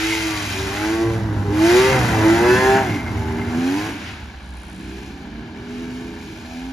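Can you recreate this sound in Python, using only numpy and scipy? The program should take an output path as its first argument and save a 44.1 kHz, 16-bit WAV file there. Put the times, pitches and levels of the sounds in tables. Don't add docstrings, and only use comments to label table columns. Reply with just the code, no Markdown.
import sys
import numpy as np
from scipy import signal
from scipy.fft import rfft, irfft, next_fast_len
from scipy.io import wavfile

SR = 44100
rng = np.random.default_rng(int(sys.argv[2]) if len(sys.argv) > 2 else 0)


def dump_mix(stems):
    frames = np.atleast_2d(stems).T
    limited = np.clip(frames, -1, 1)
    pcm = np.round(limited * 32767).astype(np.int16)
    wavfile.write(sys.argv[1], SR, pcm)


N = 296352
TIME_S = np.arange(N) / SR


def from_db(db):
    return 10 ** (np.asarray(db) / 20)


def rms_one(x):
    return x / np.sqrt(np.mean(x ** 2) + 1e-20)


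def automation(points):
    return np.interp(TIME_S, *np.transpose(points))


def at_hz(points, hz):
    freq_hz, value = np.transpose(points)
    return np.interp(np.log(hz + 1e-9), np.log(freq_hz), value)


def drift(rate_hz):
    pole = np.exp(-200 * np.pi * rate_hz / SR)
    slow = signal.lfilter([1], [1, -2 * pole, pole ** 2], rng.standard_normal(N // 100 + 502))[500:]
    return np.interp(np.arange(N) / 100, np.arange(len(slow)), rms_one(slow))


def resonate(x, hz, width_hz):
    r = np.exp(-np.pi * width_hz / SR)
    poles = [1, -2 * r * np.cos(2 * np.pi * hz / SR), r * r]
    return signal.lfilter(np.array([1, 0, -1]) * (1 - r * r) / 2, poles, x)


def per_cycle(cycles, uneven_db):
    return from_db(uneven_db * rng.standard_normal(N))[cycles.astype(int)]


def puffs(cycles, sharpness, uneven_db):
    return rms_one(per_cycle(cycles, uneven_db) * np.exp(-sharpness * np.cos(2 * np.pi * cycles)))


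def swells(events, rise_s, decay_s):
    return sum(from_db(db) * np.exp(-np.maximum((peak_s - TIME_S) / rise_s, (TIME_S - peak_s) / decay_s))
               for peak_s, db in events)


def bell(peak_s, half_s):
    return np.exp(-np.minimum(((TIME_S - peak_s) / half_s) ** 2, 50))


# freq_hz, left_right_correlation
LIKENESS = [(60, 0.98), (300, 1), (600, 0.89), (2200, 0.47), (4500, 0.5), (6800, 0.94), (8000, 1),
            (10000, 1)]
def noise(spectrum):
    size = next_fast_len(N)
    hz = np.arange(size // 2 + 1) * SR / size
    mid, side = rfft(rng.standard_normal((2, size)))
    alike = at_hz(LIKENESS, hz)
    pair = np.sqrt(1 + alike) * mid + np.sqrt(1 - alike) * side * [[1], [-1]]
    low_cut = 1 - 1 / (1 + (hz / spectrum[0][0]) ** 8)
    high_cut = 1 / (1 + (hz / spectrum[-1][0]) ** 8)
    return rms_one(irfft(pair * low_cut * high_cut * from_db(at_hz(spectrum, hz)), size)[:, :N])


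# freq_hz, density_db
AIR_MURMUR = [(20, -21.5), (35, -19), (55, 8), (100, -18)]
HISS_FLOOR = [(2300, 8.5), (4000, 11), (7000, -6), (13000, -31)]
def background():
    return from_db(-44) * noise(AIR_MURMUR) + from_db(-53) * noise(HISS_FLOOR)


# delay_s, level_db
ECHOES = [(0.046, -25), (0.122, -37.5), (0.212, -21.5)]
def yard_echoes(x, dull_hz=2500):
    dull = signal.sosfilt(signal.butter(1, dull_hz, fs=SR, output="sos"), x)
    out = x.copy()
    for delay_s, db in ECHOES:
        for side in range(2):
            lag = int((delay_s + rng.uniform(0, 0.00053)) * SR)
            out[side, lag:] += from_db(db) * dull[side, :N - lag]
    return out


# time_s, heading
HEADING = [(0, -0.94), (1.4, -0.48), (2.3, -0.19), (2.75, 0.43), (2.98, 0.2), (4.3, 1)]
# time_s, hidden_share
HIDDEN = [(.8, 0), (1.25, 1), (1.49, 1), (1.69, 0.17)]
# time_s, distance_m
DISTANCE = [(0, 40.4), (1, 25.4), (1.75, 13.74), (2.77, 12.1), (3.03, 26.8), (3.85, 21.3), (4.35, 49),
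            (6.72, 54)]
def route():
    heading = automation(HEADING)
    return np.maximum(-heading, 0), np.maximum(heading, 0), automation(HIDDEN), automation(DISTANCE)


# freq_hz, density_db
RUMBLE = [(25, -43), (45, -24), (60, 4.5), (80, 6.5), (115, -2), (150, -5), (400, -71)]
# base_db, speed_doubling_db, throttle_db, front_db, rear_db, hidden_db
RUMBLE_MIX = (-32, -2, -1, 2.5, -12, 3.5)
# peak_s, level_db
SPRAYS = [(.03, -27), (4.09, -34.5), (4.72, -53.5), (4.98, -47.5), (5.8, -45)]
# freq_hz, density_db
SPRAY_COLOUR = [(1300, 6), (2700, 2), (3800, -5), (7000, -13.5), (12000, -23)]
def track(fader):
    rumble = from_db(fader(RUMBLE_MIX)) * noise(RUMBLE)
    return rumble + swells(SPRAYS, rise_s=0.21, decay_s=0.1) * noise(SPRAY_COLOUR)


# pitch_hz, width_hz, level_db
DRIVE_MODES = [(900, 90, -4), (1030, 73, -10.5), (1490, 180, -10), (1670, 120, -13), (2106, 48, 10.5),
               (2195, 53, -7)]
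# peak_s, level_db
CHATTERS = [(.15, -24.5), (1.89, -29), (2.93, -31.5), (3.07, -41.5), (3.22, -49), (3.42, -38)]
def drive_rattle(knocks_per_s=300, uneven_db=4.0, floor_db=-62.5):
    knocks = (rng.random(N) < knocks_per_s / SR) * rng.choice([-1, 1], N)
    rings = sum(from_db(db) * resonate(knocks * from_db(uneven_db * rng.standard_normal(N)), hz, width)
                for hz, width, db in DRIVE_MODES)
    return (from_db(floor_db) + swells(CHATTERS, rise_s=0.075, decay_s=0.079)) * rms_one(rings)


# delay_s, level_db
GLANCES = [(.00125, -11.5), (.0029, -8)]
def glance(x, wander_share=0.031):
    samples, out = np.arange(N), x.copy()
    for delay_s, db in GLANCES:
        delayed = samples - delay_s * SR * (1 + wander_share * drift(0.74))
        out += from_db(db) * np.array([np.interp(delayed, samples, side) for side in x])
    return rms_one(out)


# freq_hz, density_db
HISS = [(2300, 13.5), (3100, 4), (3900, 2), (5000, -0.5), (7000, -0.5), (8500, -4.5), (10500, -6.5),
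        (15000, -11)]
# base_db, speed_doubling_db, throttle_db, front_db, rear_db, hidden_db
HISS_MIX = (-32.5, 7, 3.5, 9, -3, -10.5)
def engine_hiss(turns, crank_hz, load, fader, accent_db, distance_m, air_db_per_m=0.09, top_hz=8000):
    rush = noise(HISS) * puffs(turns, sharpness=0.13, uneven_db=0.7)
    rush *= puffs(3 * turns, sharpness=0.2, uneven_db=0.7)
    buzz_share = np.clip(0.76 * load ** 2, 0, 0.9)
    rush = glance(np.sqrt(1 - buzz_share) * rush + np.sqrt(buzz_share) * panel_buzz(turns, crank_hz))
    body = signal.sosfiltfilt(signal.butter(2, top_hz, fs=SR, output="sos"), rush)
    top = (rush - body) * from_db(-air_db_per_m * distance_m)
    waver_db = 2.2 * drift(0.94) + drift(2.6)
    return from_db(fader(HISS_MIX) + accent_db + waver_db) * (body + top)


def panel_buzz(turns, crank_hz, ring_s=0.012, shift_hz=3.65):
    cracks = np.maximum(1 - np.abs(turns % 1 - 0.5) * SR / crank_hz, 0)
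    cracks *= per_cycle(turns, uneven_db=-0.3)
    t = np.arange(SR // 50) / SR
    colour, out = noise(HISS), 0
    weights = np.array([drift(shift_hz) for _ in range(4)])
    for k, weight in enumerate(weights / np.linalg.norm(weights, axis=0)):
        panel = colour[:, k * len(t):(k + 1) * len(t)] * np.exp(-t / ring_s)
        out = out + weight * signal.oaconvolve(np.array([cracks, cracks]), panel, axes=1)[:, :N]
    return rms_one(out)


def clutch_ticks(turns, crank_hz, engage_hz=67.1, slip_hz=5.9, ring_hz=9000, width_hz=3500):
    ticks = per_cycle(turns, uneven_db=1.0) * np.exp(-3.2 * (turns % 1)) * noise(HISS)
    ring = resonate(resonate(ticks, ring_hz, width_hz), ring_hz, width_hz)
    disengaged = np.clip((engage_hz - crank_hz) / slip_hz, 0, 1)
    return from_db(-52) * disengaged * rms_one(ring)


def on_pipe(hz, pipe_hz=799, width_hz=24):
    return 1 / (1 + (2 * (hz - pipe_hz) / width_hz) ** 2)


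def overtones(turns, crank_hz, spectrum, orders, flutter_rad, fade_db, pipe_db=2.5):
    out, power = np.zeros((2, N)), 0
    coarse, fine = np.arange(0, N, 64), np.arange(N)
    for order, db in orders:
        hz = order * crank_hz[coarse]
        gain = from_db(at_hz(spectrum, hz) + db + pipe_db * on_pipe(hz) + fade_db * drift(3.5)[coarse])
        power = power + gain ** 2
        phase = 2 * np.pi * (order * turns + rng.random()) + flutter_rad * drift(10)
        stereo_rad = np.arccos(at_hz(LIKENESS, hz.mean())) / 2 * (-1) ** order
        out += np.interp(fine, coarse, gain) * np.sin([phase + stereo_rad, phase - stereo_rad])
    return out * np.interp(fine, coarse, np.sqrt(2 / power))


# freq_hz, density_db
RASP_SIDE = [(950, 1.5), (1250, 0.5), (1450, 3), (1650, 4.5), (1850, 2), (2060, 5.5), (2350, -19),
             (2620, -1), (3000, -13), (3700, -15)]
RASP_REAR = [(950, -36), (1220, -14), (1450, 3), (1700, 9.5), (1920, -4), (2300, 6.5), (2500, -3),
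             (2750, -1.5), (3150, 0), (3900, -64)]
# base_db, speed_doubling_db, throttle_db, front_db, rear_db, hidden_db
RASP_MIX = (-26.5, 9, 1.67, 2.5, -2.5, -12.5)
def hood_rasp(turns, crank_hz, load, fader, chuff, rear):
    clean = np.clip(1.08 * load ** 2 * (1 - 0.5 * rear), 0, 0.95)
    orders = [(order, 0) for order in range(12, 22)]
    tones = overtones(turns, crank_hz, RASP_SIDE, orders, flutter_rad=0.55, fade_db=4)
    breath = np.sqrt(1 - rear) * noise(RASP_SIDE) + np.sqrt(rear) * noise(RASP_REAR)
    return from_db(fader(RASP_MIX)) * (np.sqrt(clean) * tones + np.sqrt(1 - clean) * chuff * breath)


# freq_hz, density_db
BARK = [(380, -21), (480, -6.5), (590, -1.5), (700, 0), (790, 3.5), (860, 3), (930, 3), (1100, -1.5),
        (1250, -5.5), (1500, 5)]
# crank_multiple, level_db
BARK_ORDERS = [(6, 6.5), (7, 1.5), (8, 3), (9, 2), (10, -4.5), (11, 1.5), (12, -4.5)]
# base_db, speed_doubling_db, throttle_db, front_db, rear_db, hidden_db
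BARK_MIX = (-23, 6.5, 0.5, -5.5, -7, -6)
def pipe_bark(turns, crank_hz, load, fader, chuff, on_pipe_db=1):
    clean = np.clip(1.52 * load ** 2, 0, 0.95)
    tones = overtones(turns, crank_hz, BARK, BARK_ORDERS, flutter_rad=0.41, fade_db=7)
    level_db = fader(BARK_MIX) + on_pipe_db * on_pipe(6 * crank_hz)
    return from_db(level_db) * (np.sqrt(clean) * tones + np.sqrt(1 - clean) * chuff * noise(BARK))


# peak_s, level_db
BOOMS = [(3.1, -24.5)]
# freq_hz, density_db
BOOM_COLOUR = [(85, -4), (105, 0.5), (130, -12)]
def muffler_boom():
    return swells(BOOMS, rise_s=0.18, decay_s=0.43) * noise(BOOM_COLOUR)


# pitch_hz, width_hz, level_db
MUFFLER = [(105, 23.3, 3), (203, 61, 3.5), (306, 47, 0.5), (379, 73, -2.5)]
# peak_s, level_db
THUDS = [(2.65, -40), (2.755, -20.5), (2.9, -22), (2.96, -24), (3.585, -22), (3.89, -31)]
# base_db, speed_doubling_db, throttle_db, front_db, rear_db, hidden_db
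BURBLE_MIX = (-20.5, 2.5, -0.5, -7, -8, -0.5)
def muffler_burble(turns, burble_db, scatter=0.24, top_hz=470, trim_db=-1.7):
    firings = np.diff(np.floor(3 * turns), prepend=0) > 0
    kicks = firings * rng.choice([-1, 1], N) * (1 + scatter * rng.standard_normal(N)) + 1e-18
    rings = sum((-1) ** k * from_db(db) * resonate(resonate(kicks, hz, 2 * width), hz, 2 * width)
                for k, (hz, width, db) in enumerate(MUFFLER))
    muffled = signal.sosfilt(signal.butter(6, top_hz, fs=SR, output="sos"), rings)
    thuds = swells(THUDS, rise_s=0.012, decay_s=0.02)
    return np.hypot(from_db(burble_db + trim_db), thuds) * rms_one(muffled)


# peak_s, half_length_s, crank_multiple, level_db
SURGES = [(0.142, 0.16, 4, -37.5), (0.332, 0.13, 9, -42), (0.347, 0.11, 11, -37.5), (.82, 0.098, 8, -31),
          (0.995, 0.14, 10, -38.5), (0.643, .13, 4, -28.5), (1, .07, 6, -34), (1.09, 0.093, 4, -30),
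          (1.491, 0.05, 4, -23.5), (1.655, 0.05, 6, -29.5), (1.766, 0.042, 4, -24),
          (1.918, 0.082, 4, -24.5), (1.989, .08, 6, -26.5), (2.448, 0.046, 4, -23),
          (2.545, 0.13, 14, -27.5), (2.59, .07, 4, -28.5), (2.656, 0.12, 13, -29), (2.744, 0.11, 6, -21.5),
          (2.749, 0.084, 5, -26), (3.239, 0.081, 11, -39.5), (3.352, 0.2, 5, -31.5), (3.624, 0.062, 7, -44),
          (3.664, 0.12, 4, -31), (3.784, 0.053, 10, -37), (3.86, 0.045, 8, -37), (4.87, 0.18, 5, -40.5),
          (4.953, 0.12, 6, -41.5), (5.931, 0.33, 5, -45), (5.947, 0.31, 11, -50), (6.3, 0.071, 4, -41),
          (6.548, 0.11, 8, -46), (6.625, 0.21, 9, -44)]
def exhaust_surges(turns, flutter_rad=0.33):
    out, wobble = np.zeros(N), flutter_rad * drift(14)
    for peak_s, half_s, order, db in SURGES:
        phase = 2 * np.pi * (order * turns + rng.random()) + wobble
        out += from_db(db) * bell(peak_s, half_s) * np.sin(phase)
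    return np.sqrt(2) * out


# base_db, speed_doubling_db, throttle_db, front_db, rear_db, hidden_db
THUMP_MIX = (-29.5, -13, -4, 2, -9.5, -18)
FIRING_MIX = (-31.5, -3, 16, -1, -9, 4.5)
# centre_s, half_length_s, gain_db
TONE_DIPS = [(0.734, .04, -5), (1.418, .04, -13), (2.381, 0.03, -9), (2.588, .035, -9), (4.285, 0.22, -6.5),
             (6.27, 0.093, -11)]
# crank_multiple, against_firing_db, against_burble_db
WEAK_ORDERS = [(2, -19, -12.5), (4, -29, -7), (5, -25, -13.5)]
# freq_hz, gain_db
TAILPIPE = [(330, -1), (385, 1), (440, -0.5), (510, -5.5), (600, 2)]
def exhaust_note(turns, crank_hz, load, fader, accent_db, burble_db, overrun):
    phase, pull = 2 * np.pi * turns, np.clip(2 * load, 0, 1)
    dips_db = sum(db * bell(centre_s, half_s) for centre_s, half_s, db in TONE_DIPS)
    firing_db = fader(FIRING_MIX) + accent_db + dips_db
    thump = np.hypot(from_db(fader(THUMP_MIX)), overrun)
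    out = thump * from_db(3 * drift(24)) * np.sin(phase)
    out += from_db(firing_db + 1.54 * drift(12)) * np.sin(3 * phase)
    for order, tone_db, rough_db in WEAK_ORDERS:
        gain = pull * np.hypot(from_db(firing_db + tone_db), from_db(burble_db + rough_db))
        gain *= from_db(at_hz(TAILPIPE, order * crank_hz) + 3.5 * drift(9.2))
        out += gain * np.sin(order * phase + 2 * np.pi * rng.random())
    return np.sqrt(2) * out


# start_s, low_hz, top_s, top_hz, climb_bend, fall_bend
REVS = [(-.2, 104.2, .18, 109.4, 1, .93), (.63, 96.1, 1.05, 113.1, .85, 1.31),
        (1.45, 100.3, 1.92, 131.8, 1.07, .77), (2.22, 108, 2.8, 132.5, .78, .88),
        (3.08, 78.7, 3.9, 108.5, 2.8, .43), (4.72, 62, 6.03, 84, .78, .94), (6.4, 80.2, 6.78, 89, 1, 1)]
def crank_speed():
    revs = np.array(REVS)
    times, speeds, bends = revs[:, [0, 2]].ravel(), revs[:, [1, 3]].ravel(), revs[:, 4:].ravel()
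    leg = np.clip(np.searchsorted(times, TIME_S) - 1, 0, len(times) - 2)
    progress = np.clip((TIME_S - times[leg]) / np.diff(times)[leg], 0, 1) ** bends[leg]
    return speeds[leg] + np.diff(speeds)[leg] * np.sin(np.pi / 2 * progress) ** 2


# open_s, shut_s, depth_share, tone_accent_db, burble_accent_db,
# hiss_accent_db, thump_db, thump_build_s
SQUEEZES = [(-.2, 0.287, 0.82, 3, -6.5, 1.5, -41, .2), (0.682, 1.012, 0.93, 1, -3.5, 1, -18, .05),
            (1.472, 1.827, 0.92, 2.5, -7.5, 1.6, -17, 0.2), (2.099, 2.742, 0.81, 3, -4, 0.5, -28.5, .15),
            (3.166, 3.45, 0.16, 3, 2, -0.5, -34, .1), (3.426, 3.792, 1, 1.5, -3, 2.5, -25, 0.555),
            (4.638, 6.37, 0.18, 4.5, 6.5, 2, -40, .1), (5.557, 6.02, 0.85, 1, -0.5, 0.5, -54, .1),
            (6.397, 6.799, 0.88, 5.5, 0, 0.5, -41, .1)]
def rider(opening_s=0.17, shutting_s=0.19, thump_fade_db_per_s=12.5):
    throttle, overrun, accents_db = np.zeros(N), np.zeros(N), np.zeros((3, N))
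    for open_s, shut_s, depth, *accent_db, thump_db, build_s in SQUEEZES:
        opening = np.clip((TIME_S - open_s) / opening_s, 0, 1)
        since_s = np.maximum(TIME_S - shut_s, 0)
        held = opening * (1 - np.minimum(since_s / shutting_s, 1))
        throttle = np.maximum(throttle, depth * held)
        accents_db += np.outer(accent_db, held)
        overrun *= 1 - min(2 * depth, 1) * opening ** 2
        build = np.minimum(since_s / build_s, 1) ** 2
        overrun += build * from_db(thump_db - thump_fade_db_per_s * since_s)
    return throttle, accents_db, overrun


CRUISE_HZ, REFERENCE_M = 110, 15
def even_firing(crank_hz, throttle, misfire_db=-2.5):
    coasting = 0.45 * crank_hz / CRUISE_HZ
    slowing_hz_per_s = np.maximum(-np.gradient(crank_hz) * SR, 0)
    load = np.clip(coasting + 0.25 * throttle - 0.003 * slowing_hz_per_s, 0, 1)
    return load, from_db(misfire_db * np.clip(1 - load / coasting, 0, 1) ** 2)


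def scene():
    crank_hz = crank_speed()
    turns = np.cumsum(crank_hz * (1 + 0.002 * drift(20))) / SR
    throttle, (tone_accent_db, burble_accent_db, hiss_accent_db), overrun = rider()
    load, misfire_gain = even_firing(crank_hz, throttle)
    front, rear, hidden, distance_m = route()
    nearness = REFERENCE_M / distance_m
    controls = np.array([np.ones(N), np.log2(crank_hz / CRUISE_HZ), throttle, front, rear, hidden])

    def fader(mix):
        return np.array(mix) @ controls + 20 * np.log10(nearness)

    burble_db = fader(BURBLE_MIX) + burble_accent_db
    note = exhaust_note(turns, crank_hz, load, fader, tone_accent_db, burble_db, overrun * nearness)
    exhaust = note + exhaust_surges(turns) + muffler_burble(turns, burble_db) + muffler_boom()
    chuff = puffs(turns, sharpness=0.09, uneven_db=1.5)
    bark = pipe_bark(turns, crank_hz, load, fader, chuff)
    rasp = hood_rasp(turns, crank_hz, load, fader, chuff, rear)
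    hiss = engine_hiss(turns, crank_hz, load, fader, hiss_accent_db, distance_m)
    engine = exhaust + misfire_gain * (bark + rasp) + hiss
    snow, bed = track(fader), background()
    return bed + yard_echoes(engine + snow + drive_rattle() + clutch_ticks(turns, crank_hz))


# freq_hz, left_minus_right_db
PORT_BALANCE = [(330, -1.5), (560, 2.5), (800, -1), (1200, 4), (1800, -1.5), (3100, 2), (4700, 4),
                (6500, -0.5)]
# freq_hz, left_lead_rad
PORT_PHASE = [(100, .08), (1000, .5), (1500, -.3), (2600, .9), (5500, 0), (7200, -1.4), (7900, -2.9),
              (8600, -3.4), (9600, -4.7), (10800, -6.3), (12400, -6.4), (13800, -8)]
def record(dry, cutoff_hz=14000):
    size = next_fast_len(N + SR // 10)
    hz = np.arange(size // 2 + 1) * SR / size
    sides = np.array([[0.5], [-0.5]])
    ports = from_db(sides * at_hz(PORT_BALANCE, hz)) * np.exp(1j * sides * at_hz(PORT_PHASE, hz))
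    heard = irfft(rfft(dry, size) * ports, size)[:, :N]
    return signal.sosfilt(signal.ellip(10, 0.2, 80, cutoff_hz, fs=SR, output="sos"), heard)


dry = scene()
out = record(dry)
dump_mix(out)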